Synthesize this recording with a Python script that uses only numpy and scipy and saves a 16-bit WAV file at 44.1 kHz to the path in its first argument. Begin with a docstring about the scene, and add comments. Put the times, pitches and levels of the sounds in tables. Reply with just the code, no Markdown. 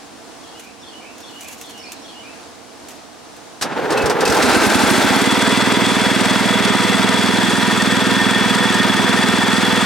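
"""A lawn tractor's single cylinder catches and speeds up to a steady run: each firing thumps through the muffler.
Open intake air roars, fan and valve gear clatter as shaped noise, and hood panels buzz at their own pitches.
Before that the starter clacks in and grinds, made of noise in surges and short bursts.
At the start a wren sings sliding whistles with a second bird, and controls click as they are handled.
A steady wash of distant sounds and leaves with a faint far hum lies behind it all."""
import sys
import numpy as np
from scipy import signal
from scipy.fft import rfft, irfft, next_fast_len
from scipy.io import wavfile
from scipy.ndimage import map_coordinates

SR = 44100
rng = np.random.default_rng(int(sys.argv[2]) if len(sys.argv) > 2 else 0)


def dump_mix(stems):
    """Bounce the given channels to the path in sys.argv[1] as a 16-bit WAV at rate SR."""
    frames = np.atleast_2d(stems).T  # one column per channel
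    limited = np.clip(frames, -1, 1)  # hard clip at full scale
    pcm = np.round(limited * 32767).astype(np.int16)
    wavfile.write(sys.argv[1], SR, pcm)


N = 434385
T = np.arange(N) / SR  # time of every sample, s

GOVERNED_RATE = 20.3  # the governor's setting, firings per s
CATCH_S, CATCH_RISE_S = 4.32, 0.15  # the engine catches, and its noises fade in, s

# resonances of the metal engine shroud: f/Hz, width/Hz, level/dB
SHROUD_MODES = [(431, 19, 2.5), (489, 25, 4), (647, 45, -3), (734, 23, -6.5), (901, 23, 0.5), (1237, 36, 1),
                (1423, 56, -3.5), (1546, 11, 3.5), (1940, 48, -5.5), (2655, 65, -3)]
# tone colour of the metallic clatter: f/Hz, level/dB
CLATTER_SPECTRUM = [(300, -21), (570, -14), (700, -6), (880, -3), (1100, -0.5), (1300, 1.5), (1600, 0),
                    (2000, -3.5), (2300, -2), (2700, -6), (3100, -10.5), (4200, -11), (6000, -14),
                    (12000, -78)]


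def amp(db):
    """Turns decibels into an amplitude factor."""
    return 10 ** (np.asarray(db) / 20)


def unit(x):
    """Scales a signal to an rms (average strength) of 1."""
    return x / np.sqrt(np.mean(x ** 2) + 1e-20)


def along(points, hz):
    """Reads a (Hz, value) table between its points, on a logarithmic pitch axis."""
    f, v = np.transpose(points)
    return np.interp(np.log(hz + 1), np.log(f + 1), v)


def curves(rows):
    """Draws each column after the time as one value per sample."""
    s, *cols = np.transpose(rows)
    return [np.interp(T, s, c) for c in cols]


def rise(start_s, length_s):
    """A straight ramp from 0 to 1."""
    return np.clip((T - start_s) / length_s, 0, 1)


def wobble(rate):
    """A smooth random curve through `rate` random points a second."""
    return map_coordinates(rng.standard_normal(int(N * rate / SR) + 4), [T * rate])


def filtered(x, response):
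    """Multiplies the spectrum of x by a response, which may be complex."""
    m = next_fast_len(N + SR // 2)
    spectrum = rfft(x, m) * response(np.fft.rfftfreq(m, 1 / SR))
    return irfft(spectrum, m)[..., :N]


def shape(points):
    """Makes a filter response from a spectrum table."""
    return lambda hz: amp(along(points, hz))


def ringing(modes):
    """The summed response of resonances, each a peak of its own width."""
    return lambda f: sum(amp(db) * 1j * f * w / (c * c - f * f + 1j * f * w) for c, w, db in modes)


def causal(points, size=8192):
    """The ring after one impulse, with the spectrum of a table and its energy as early as possible."""
    cepstrum = irfft(np.log(shape(points)(np.fft.rfftfreq(size, 1 / SR))))
    cepstrum[1:size // 2] *= 2
    cepstrum[size // 2 + 1:] = 0
    return irfft(np.exp(rfft(cepstrum)))


def noise(response, likeness=None):
    """Coloured stereo noise of rms 1; mixing mid and side sets how alike left and right are."""
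    if likeness is None:
        # usual likeness of left and right: f/Hz, correlation from -1 to 1
        likeness = [(30, 0.54), (120, 0.99), (500, 0.96), (1200, 0.91), (2500, 0.86), (5000, 0.74),
                    (9000, 0.49), (14000, 0.39)]
    turn = lambda hz: np.arccos(np.clip(along(likeness, hz), -1, 1)) / 2
    mix = lambda hz: response(hz) * np.array([np.cos(turn(hz)), np.sin(turn(hz))])
    mid, side = filtered(rng.standard_normal((2, N)), mix)
    return unit(np.array([mid + side, mid - side]))


def stroke(cycle, at, width):
    """A bump once per engine cycle, centred on the share `at` of it."""
    return np.exp((np.cos(2 * np.pi * (cycle - at)) - 1) / (2 * np.pi * width) ** 2)


def bursts(rows, attack_s, t60_s):
    """The envelope of contacts (s, dB) that start quickly and die away by 60 dB in t60_s."""
    envelope, t = np.zeros(N + SR), np.arange(SR // 3) / SR
    for s, db in rows:
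        contact = amp(db - 60 * t / t60_s) * (1 - np.exp(-t / attack_s))
        envelope[round(s * SR):][:len(t)] += contact ** 2  # overlapping contacts add as energy
    return np.sqrt(envelope[:N])


def exhaust(cycle, speed, throttle):
    """Each firing's puff rings the muffler; an inverted echo and then an upright one follow."""
    # tone colour of the muffler, then of the deep chuff: f/Hz, level/dB
    muffler_spectrum = [(20, -60), (60, -24), (85, -19.5), (110, -6.5), (150, -8), (200, 3.5), (255, 3),
                        (295, -8), (360, -12), (480, -24), (570, -22.5), (900, -21.5), (1500, -32),
                        (4000, -67)]
    chuff_spectrum = [(20, -12), (45, -11), (70, 4), (100, 3), (150, -10), (300, -41), (1000, -63)]
    level_db, db_per_decade = -20.5, 15  # at governed speed; growth for a tenfold speed
    cool_from_s, cool_length_s, hot_db = 5.4, 1.0, 1  # hot gas is louder until it cools

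    fired = np.flatnonzero(np.diff(np.floor(cycle)) > 0)
    fired = fired[cycle[fired] > -.5]
    puffs, charges = np.zeros((2, N))
    puff_db = level_db + db_per_decade * np.log10(speed[fired] / GOVERNED_RATE)
    uneven = amp(puff_db + .5 * rng.standard_normal(len(fired)))
    # rarer firings carry more energy each, down to 14 per s
    size = uneven * np.sqrt(SR / np.maximum(speed[fired], 14))
    puffs[fired - round(.003 * SR)] = size

    # the hard-worked first firings blow hotter gas, which tunes the muffler higher until it cools
    heat = 1 - rise(cool_from_s, cool_length_s)
    cool = causal(muffler_spectrum)
    hot = causal([(hz * 1.104, db) for hz, db in muffler_spectrum])
    cool_thumps = signal.fftconvolve(puffs * (1 - heat), cool / np.linalg.norm(cool))[:N]
    hot_thumps = signal.fftconvolve(puffs * heat * amp(hot_db), hot / np.linalg.norm(hot))[:N]
    echoes = lambda hz: (1 - 0.36 * np.exp(-2j * np.pi * hz * 0.01284)
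                         + 0.17 * np.exp(-2j * np.pi * hz * 0.0269))

    # a slow, full charge at open throttle adds a deep chuff
    charges[fired] = throttle[fired] / (1 + (speed[fired] / 12) ** 2)
    deep = causal(chuff_spectrum)
    chuffs = signal.fftconvolve(charges, deep / np.abs(deep).max())[:N]
    return filtered(cool_thumps + hot_thumps, echoes) + amp(-20.5) * chuffs


def intake(cycle, throttle):
    """Open throttle lets each gulp of air roar through resonances, with a sharp rasp close to each firing."""
    # resonances of the open intake: f/Hz, width/Hz, level/dB
    intake_modes = [(239.4, 33, 6), (330, 25, 3), (638, 73, 2.5), (840, 110, 6.5), (1350, 44, 6.5),
                    (1525, 35, 5.5)]
    # tone colour of the rasp: f/Hz, level/dB
    rasp_spectrum = [(2000, -29), (5500, 9), (7000, -3), (10500, 12), (15500, -6)]
    roar_db, rasp_db = -18, -37  # before the beat of the cycle and the throttle

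    gulps = 0.54 + 0.56 * stroke(cycle, at=-0.49, width=0.17)
    roar = amp(roar_db) * noise(ringing(intake_modes)) * gulps * rise(4.22, 0.1)
    cracks = .5 + 0.37 * stroke(cycle, at=-0.3, width=0.15) + 1.9 * stroke(cycle, at=0.01, width=0.055)
    rasp = amp(rasp_db + 4.7 * wobble(99)) * noise(shape(rasp_spectrum)) * cracks
    return roar * throttle + rasp * rise(CATCH_S, CATCH_RISE_S) * np.sqrt(throttle)


def knocks(cycle):
    """Valves and piston strike at fixed points of the cycle and ring the shroud."""
    blows = np.zeros(N)
    for at, db in [(-.245, 0.31), (-.07, -2), (.42, -1)]:  # share of the cycle, strength in dB
        hit = np.flatnonzero(np.diff(np.floor(cycle - at)) > 0)
        blows[hit] += amp(db + 2.0 * rng.standard_normal(len(hit)))
    rung = filtered(blows, lambda hz: ringing(SHROUD_MODES)(hz) + 0.27 * shape(CLATTER_SPECTRUM)(hz))
    return unit(rung) * np.sqrt(np.mean(cycle > 1))  # allows for the silent time before running


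def machinery(cycle, speed):
    """Block, fan and valve gear: noise that swells on the power stroke, with a tick as each valve shuts."""
    # tone colours of the engine block and of the fan's hiss: f/Hz, level/dB
    block_spectrum = [(20, -23), (60, -14.5), (110, -13.5), (160, -15), (200, -3.5), (290, -2), (350, 2.5),
                      (490, -2.5), (580, -6.5), (750, -4), (1300, -33), (3000, -60)]
    hiss_spectrum = [(1500, -42), (3300, 2.5), (4500, 4), (5300, -1.5), (6100, -1.5), (7200, 1),
                     (8500, 0.5), (10000, -5), (12000, -15), (15500, -39)]
    settle_s = 0.67  # the engine runs hard at the catch, then settles
    # base level of each noise, and how much louder it is at the catch
    block_db, block_strain_db = -25, 10
    clatter_db, clatter_strain_db = -20.5, 4
    hiss_db, hiss_strain_db, hiss_db_per_decade = -29.5, 12.5, 13  # last: growth for a tenfold speed

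    strain = np.exp(-np.maximum(T - CATCH_S, 0) / settle_s)
    power = stroke(cycle, at=-0.4, width=0.21)
    valves = stroke(cycle, at=-0.285, width=0.019) + stroke(cycle, at=0.39, width=0.023)
    valves = valves + 1.8 * stroke(cycle, at=-0.11, width=0.052)

    block = amp(block_db + block_strain_db * strain) * unit(noise(shape(block_spectrum)) * (1 + .3 * power))

    metal = noise(shape(CLATTER_SPECTRUM)) + amp(-6) * noise(ringing(SHROUD_MODES))
    rattle = unit(metal * (1 + 0.55 * power + 0.3 * valves)) + amp(-9.0) * knocks(cycle)
    clatter = amp(clatter_db + clatter_strain_db * strain + 0.63 * wobble(45)) * rattle

    ticking = 1 + 0.16 * power + 0.29 * valves * amp(4 * wobble(40))
    fan_db = hiss_db + hiss_db_per_decade * np.log10(speed / GOVERNED_RATE) + hiss_strain_db * strain
    flicker_db = 2.6 * wobble(160) + 0.51 * wobble(3.7)
    hiss = amp(fan_db + flicker_db) * unit(noise(shape(hiss_spectrum)) * ticking)
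    return (block + clatter + hiss) * rise(CATCH_S, CATCH_RISE_S)


def hood(cycle, speed):
    """Loose panels buzz at their own resonances once shaken fast enough, fluttering with each firing."""
    # resonances of the low, middle, bright and side panels: f/Hz, width/Hz, level/dB
    low_modes = [(889.4, 9.5, -1.5), (966, 17.5, 0)]
    middle_modes = [(1703, 67, -8.5), (1822, 23, 2)]
    bright_modes = [(3396, 74, 3.5), (4765, 41, -10), (7950, 28, -7.5), (12073, 20, -24)]
    side_modes = [(644, 52, 0), (2013, 99, 0)]  # heard only from beside the hood
    buzz_from_rate = 7  # firings per s
    low_db, middle_db, side_db, bright_db = -27.5, -24.5, -27, -24.6  # before the shaking
    # the listening point swings from beside the hood to face it; the middle panel is weaker from the side
    swing_s, swing_length_s, middle_aside_db = 7.1, 0.33, -6.5

    shaken = np.clip((speed - buzz_from_rate) / (GOVERNED_RATE - buzz_from_rate), 0, 1)
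    aside = 1 - rise(swing_s, swing_length_s)
    low = amp(low_db) * noise(ringing(low_modes))
    middle = amp(middle_db + middle_aside_db * aside) * noise(ringing(middle_modes))
    side = amp(side_db) * aside * noise(ringing(side_modes))
    bright = amp(bright_db + 0.27 * wobble(7.8)) * noise(ringing(bright_modes))
    jolts = 1 + 0.51 * stroke(cycle, at=0.65, width=0.057) + 0.29 * stroke(cycle, at=0.88, width=0.075)
    jolts = jolts + 0.28 * stroke(cycle, at=0.058, width=.04)
    return (low + middle + side + bright) * unit(jolts) * shaken


def ratchet(count):
    """The flywheel overruns the pinion: teeth slip past evenly as (s, dB), each weaker than the last."""
    first_s, step_s = 4.2515, .0231
    first_db, loss_db = -10, 0.8  # relative level of the first tooth, loss per tooth
    return [(first_s + k * step_s, first_db - k * loss_db) for k in range(count)]


def starter():
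    """The pinion slams in and grinds on the flywheel in surges, then slips past its teeth and lets go."""
    # clacks of pinion and linkage: t/s, relative level/dB
    clack_times = [(3.6112, -13.5), (3.6215, -9.5), (3.903, -16.5), (3.9204, -17), (3.9734, -17),
                   (4.0178, -21), (4.057, -13.5), (4.0965, -12.5), (4.2053, -12.5), (4.4233, -9.5)]
    # the pinion skips and makes the flywheel ring: t/s, relative level/dB
    skip_times = [(3.966, -17.5), (4.248, -19.5)]
    # tone colours of the grinding gears and of a clack: f/Hz, level/dB
    grind_spectrum = [(40, -38), (140, -8.5), (220, -6.5), (340, -3), (450, -4.5), (600, -7.5), (850, -3),
                      (1150, -8.5), (1550, -8), (2200, -16.5), (2700, -19), (3600, -22.5), (8000, -41),
                      (15000, -62)]
    clack_spectrum = [(100, -3), (600, 0), (2000, 2), (2700, -3), (3600, 1.5), (5600, 2.5), (7000, -3.5),
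                      (8200, -1.5), (11000, -10.5), (15500, -21)]
    # resonances of the howling housing and of the flywheel: f/Hz, width/Hz, level/dB
    housing_modes = [(440, 32, 4), (487, 29, -1)]
    flywheel_modes = [(2600, 34, 12), (5760, 90, -15.5), (8000, 110, -21)]
    engage_s, release_s = 3.612, 4.41
    grind_db, grind_start_db, spin_up_s = -18.5, -8.5, .3  # level at speed, how far below it begins, time
    # the gears' turning makes surges: first crest, period, depth, time in which they even out
    surge_s, surge_period_s, surge_db, surge_fade_s = 3.722, .0652, 3, 0.45

    engaged = rise(engage_s, 0.01) * (1 - rise(release_s, .03))
    age = np.maximum(T - engage_s, 0)
    surges_db = surge_db * np.exp(-age / surge_fade_s) * np.cos(2 * np.pi * (T - surge_s) / surge_period_s)
    level_db = grind_db + grind_start_db * np.exp(-age / spin_up_s) + surges_db
    # the housing's howl sets in later than the grind
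    howl = amp(-1.0) * noise(ringing(housing_modes)) * rise(3.75, 0.028)
    gears = noise(shape(grind_spectrum)) + howl
    # clacks also jolt the gears, once the starter is turning
    jolts = amp(-8.5) * bursts(clack_times, attack_s=0.0072, t60_s=0.14) * rise(3.75, .1)
    grind = (amp(level_db + 1.3 * wobble(70)) * engaged + jolts) * gears

    contacts = bursts(clack_times + ratchet(count=6), attack_s=0.0018, t60_s=0.093)
    clacks = amp(-3.5) * contacts * noise(shape(clack_spectrum))
    rings = amp(0.5) * bursts(skip_times, attack_s=0.0067, t60_s=.23) * noise(ringing(flywheel_modes))
    return grind + clacks + rings


def ports(x):
    """The tractor reaches the two listening ports at different strength and phase, set per frequency."""
    # how much stronger the left port is: f/Hz, left minus right/dB
    tilt = [(35, -3), (70, -7), (110, -10), (200, -6.5), (380, -1.5), (700, -1), (1300, .5), (4400, 0),
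            (8000, 1), (15000, 1)]
    # how far the left port leads in phase: f/Hz, lead/rad
    lead = [(40, 1.7), (120, 1.68), (260, 0.84), (520, 0.82), (1800, 0.19), (3800, 0.25), (11000, 0.46)]
    half = lambda hz: amp(along(tilt, hz) / 2) * np.exp(.5j * along(lead, hz))
    return filtered(x, lambda hz: np.array([half(hz), 1 / half(hz)]))


def controls():
    """Dry, gritty little clicks and the brushing of a hand, both made of roughened noise."""
    # clicks of the controls: t/s, relative level/dB
    click_times = [(0.5955, -27), (1.1797, -33), (1.2027, -32), (1.4072, -27), (1.4436, -35), (1.4825, -31),
                   (1.5259, -29), (1.6117, -26.5), (1.7045, -35), (1.7762, -34), (1.919, -22),
                   (1.9274, -30), (2.8843, -29), (2.907, -34), (3.3638, -35)]
    # tone colour of clicks and brushing: f/Hz, level/dB
    click_spectrum = [(200, -24), (2500, 1.5), (5000, -5), (6500, 4), (9000, -2.5), (12000, -3.5),
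                      (15500, -12)]
    # a hand brushes over the controls: middle t/s, half length/s, level/dB
    brushes = [(.63, .05, -50), (1.52, 0.19, -44.5), (2.92, 0.055, -52)]
    brush = sum(amp(db) * np.exp(-((T - s) / half_s) ** 2) for s, half_s, db in brushes)
    clicks = amp(-5.0) * bursts(click_times, attack_s=.0009, t60_s=0.061)
    touch = clicks + brush * amp(3.9 * wobble(60))
    return touch * amp(1.6 * wobble(500)) * noise(shape(click_spectrum))


def birds():
    """Whistled slurs: gliding sine tones with a quick flutter in pitch, scattered by the trees."""
    # the wren's phrases: t/s, level/dB
    phrases = [(.43, -50.5), (.825, -46.5), (1.23, -45.5), (1.634, -46), (2.04, -45.5)]
    # notes of a phrase: t after its start/s, length/s, start f/Hz, end f/Hz, relative level/dB
    phrase_notes = [(-.03, 0.046, 5300, 5780, -4), (0, 0.0277, 3740, 3150, 5.5),
                    (0.024, 0.061, 4150, 4550, -0.5), (0.04, .04, 3650, 2930, 3),
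                    (0.094, .08, 2830, 3050, 3.5), (.17, .125, 2204, 2740, 2.5),
                    (0.198, 0.042, 2574, 2170, 2.5)]
    # a second bird's slurs: t/s, length/s, start f/Hz, end f/Hz, level/dB
    slurs = [(1.775, 0.041, 5800, 5330, -43), (1.822, 0.026, 4200, 5500, -41),
             (1.855, 0.028, 4100, 4920, -40), (1.873, 0.025, 4940, 5040, -45),
             (1.952, .028, 3950, 4380, -45)]
    # loudness of the birds on each side: left/dB, right/dB
    bird_side = [-0.81, 0.83]

    notes = [(s + after, length, a, b, db + rel)
             for s, db in phrases for after, length, a, b, rel in phrase_notes] + list(slurs)
    song, flutter = np.zeros(N), 1 + 0.028 * wobble(260)
    for s, length, start_hz, end_hz, db in notes:
        u = np.linspace(0, 1, round(length * SR))  # progress through the note
        span = slice(round(s * SR), round(s * SR) + len(u))
        pitch = (start_hz + (end_hz - start_hz) * u) * flutter[span]
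        swell = np.sqrt(np.abs(np.sin(np.pi * u)))
        song[span] += amp(db) * swell * np.sin(2 * np.pi * np.cumsum(pitch) / SR)

    t = np.arange(SR // 2) / SR
    trees = rng.standard_normal((2, len(t))) * amp(-60 * t / 0.47)  # dies away by 60 dB in 0.47 s
    trees = trees / np.linalg.norm(trees[0])
    scattered = signal.fftconvolve(song[None], trees, axes=1)[:, :N]
    return (song + amp(2.5) * scattered) * amp(bird_side)[:, None]


def yard():
    """A wash of distant sounds and leaves (noise) with a far hum (a wavering sine), its low part to the right."""
    # tone colour of the wash: f/Hz, level/dB
    yard_spectrum = [(25, -26), (66, -13), (175, -13), (240, -4), (310, -3), (400, -10.5), (455, -6.5),
                     (580, -11), (660, -5.5), (900, -9.5), (2300, -18.5), (5500, -19), (9500, -24.5),
                     (12500, -35), (15600, -38)]
    # likeness of left and right: f/Hz, correlation from -1 to 1
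    yard_likeness = [(60, -0.46), (240, 0.22), (950, 0.47), (3770, 0.43), (15000, -0.33)]
    # how much stronger the left is: f/Hz, left minus right/dB
    yard_tilt = [(200, -6.5), (380, -4), (700, -3.5), (1300, 0.5), (4400, 1)]
    wash_db, hum_db, hum_hz = -39, -56, 462  # middle values, which waver

    wash_level = amp(wash_db + 0.29 * wobble(2.46) + 0.77 * wobble(7.4))
    wash = wash_level * noise(shape(yard_spectrum), yard_likeness)
    hum_wave = np.sin(2 * np.pi * np.cumsum(hum_hz + 2.5 * wobble(12)) / SR)
    hum = amp(hum_db + 1.9 * wobble(4.9)) * unit(hum_wave)
    lean = lambda hz: amp(along(yard_tilt, hz) / 2)
    return filtered(wash + hum, lambda hz: np.array([lean(hz), 1 / lean(hz)]))


def scene():
    """Adds all sources; the engine's firings and noises follow one crankshaft."""
    # engine speed: t/s, rate/firings per s
    speed_points = [(3.6, 1.0), (4.05, 1.75), (4.3, 6.31), (4.5, 7.86), (4.7, 11.17), (4.9, 13.45),
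                    (5.1, 16.89), (5.3, 19.22), (5.5, 20.37), (6.3, 20.41), (8.0, 20.52), (9.85, 20.45)]
    first_firing_s = 4.037
    governor_range = 4  # the throttle closes over this many firings per s

    speed = curves(speed_points)[0]
    cycle = np.cumsum(speed) / SR  # firings so far, one cycle each
    cycle = cycle - np.interp(first_firing_s, T, cycle)
    # the governor closes the throttle as the speed nears its setting
    throttle = np.clip((GOVERNED_RATE - speed) / governor_range, 0, 1)
    engine = exhaust(cycle, speed, throttle) + intake(cycle, throttle) + machinery(cycle, speed)
    tractor = engine + hood(cycle, speed) + starter()
    return ports(tractor) + controls() + birds() + yard()


def record(dry):
    """Rounds off the highest peaks smoothly and then removes everything above a band limit."""
    ceiling, top_hz = .9, 15850  # ceiling as a share of full scale
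    rounded = dry / (1 + np.abs(dry / ceiling) ** 6) ** (1 / 6)
    return filtered(rounded, lambda hz: hz < top_hz)


dry = scene()
out = record(dry)
dump_mix(out)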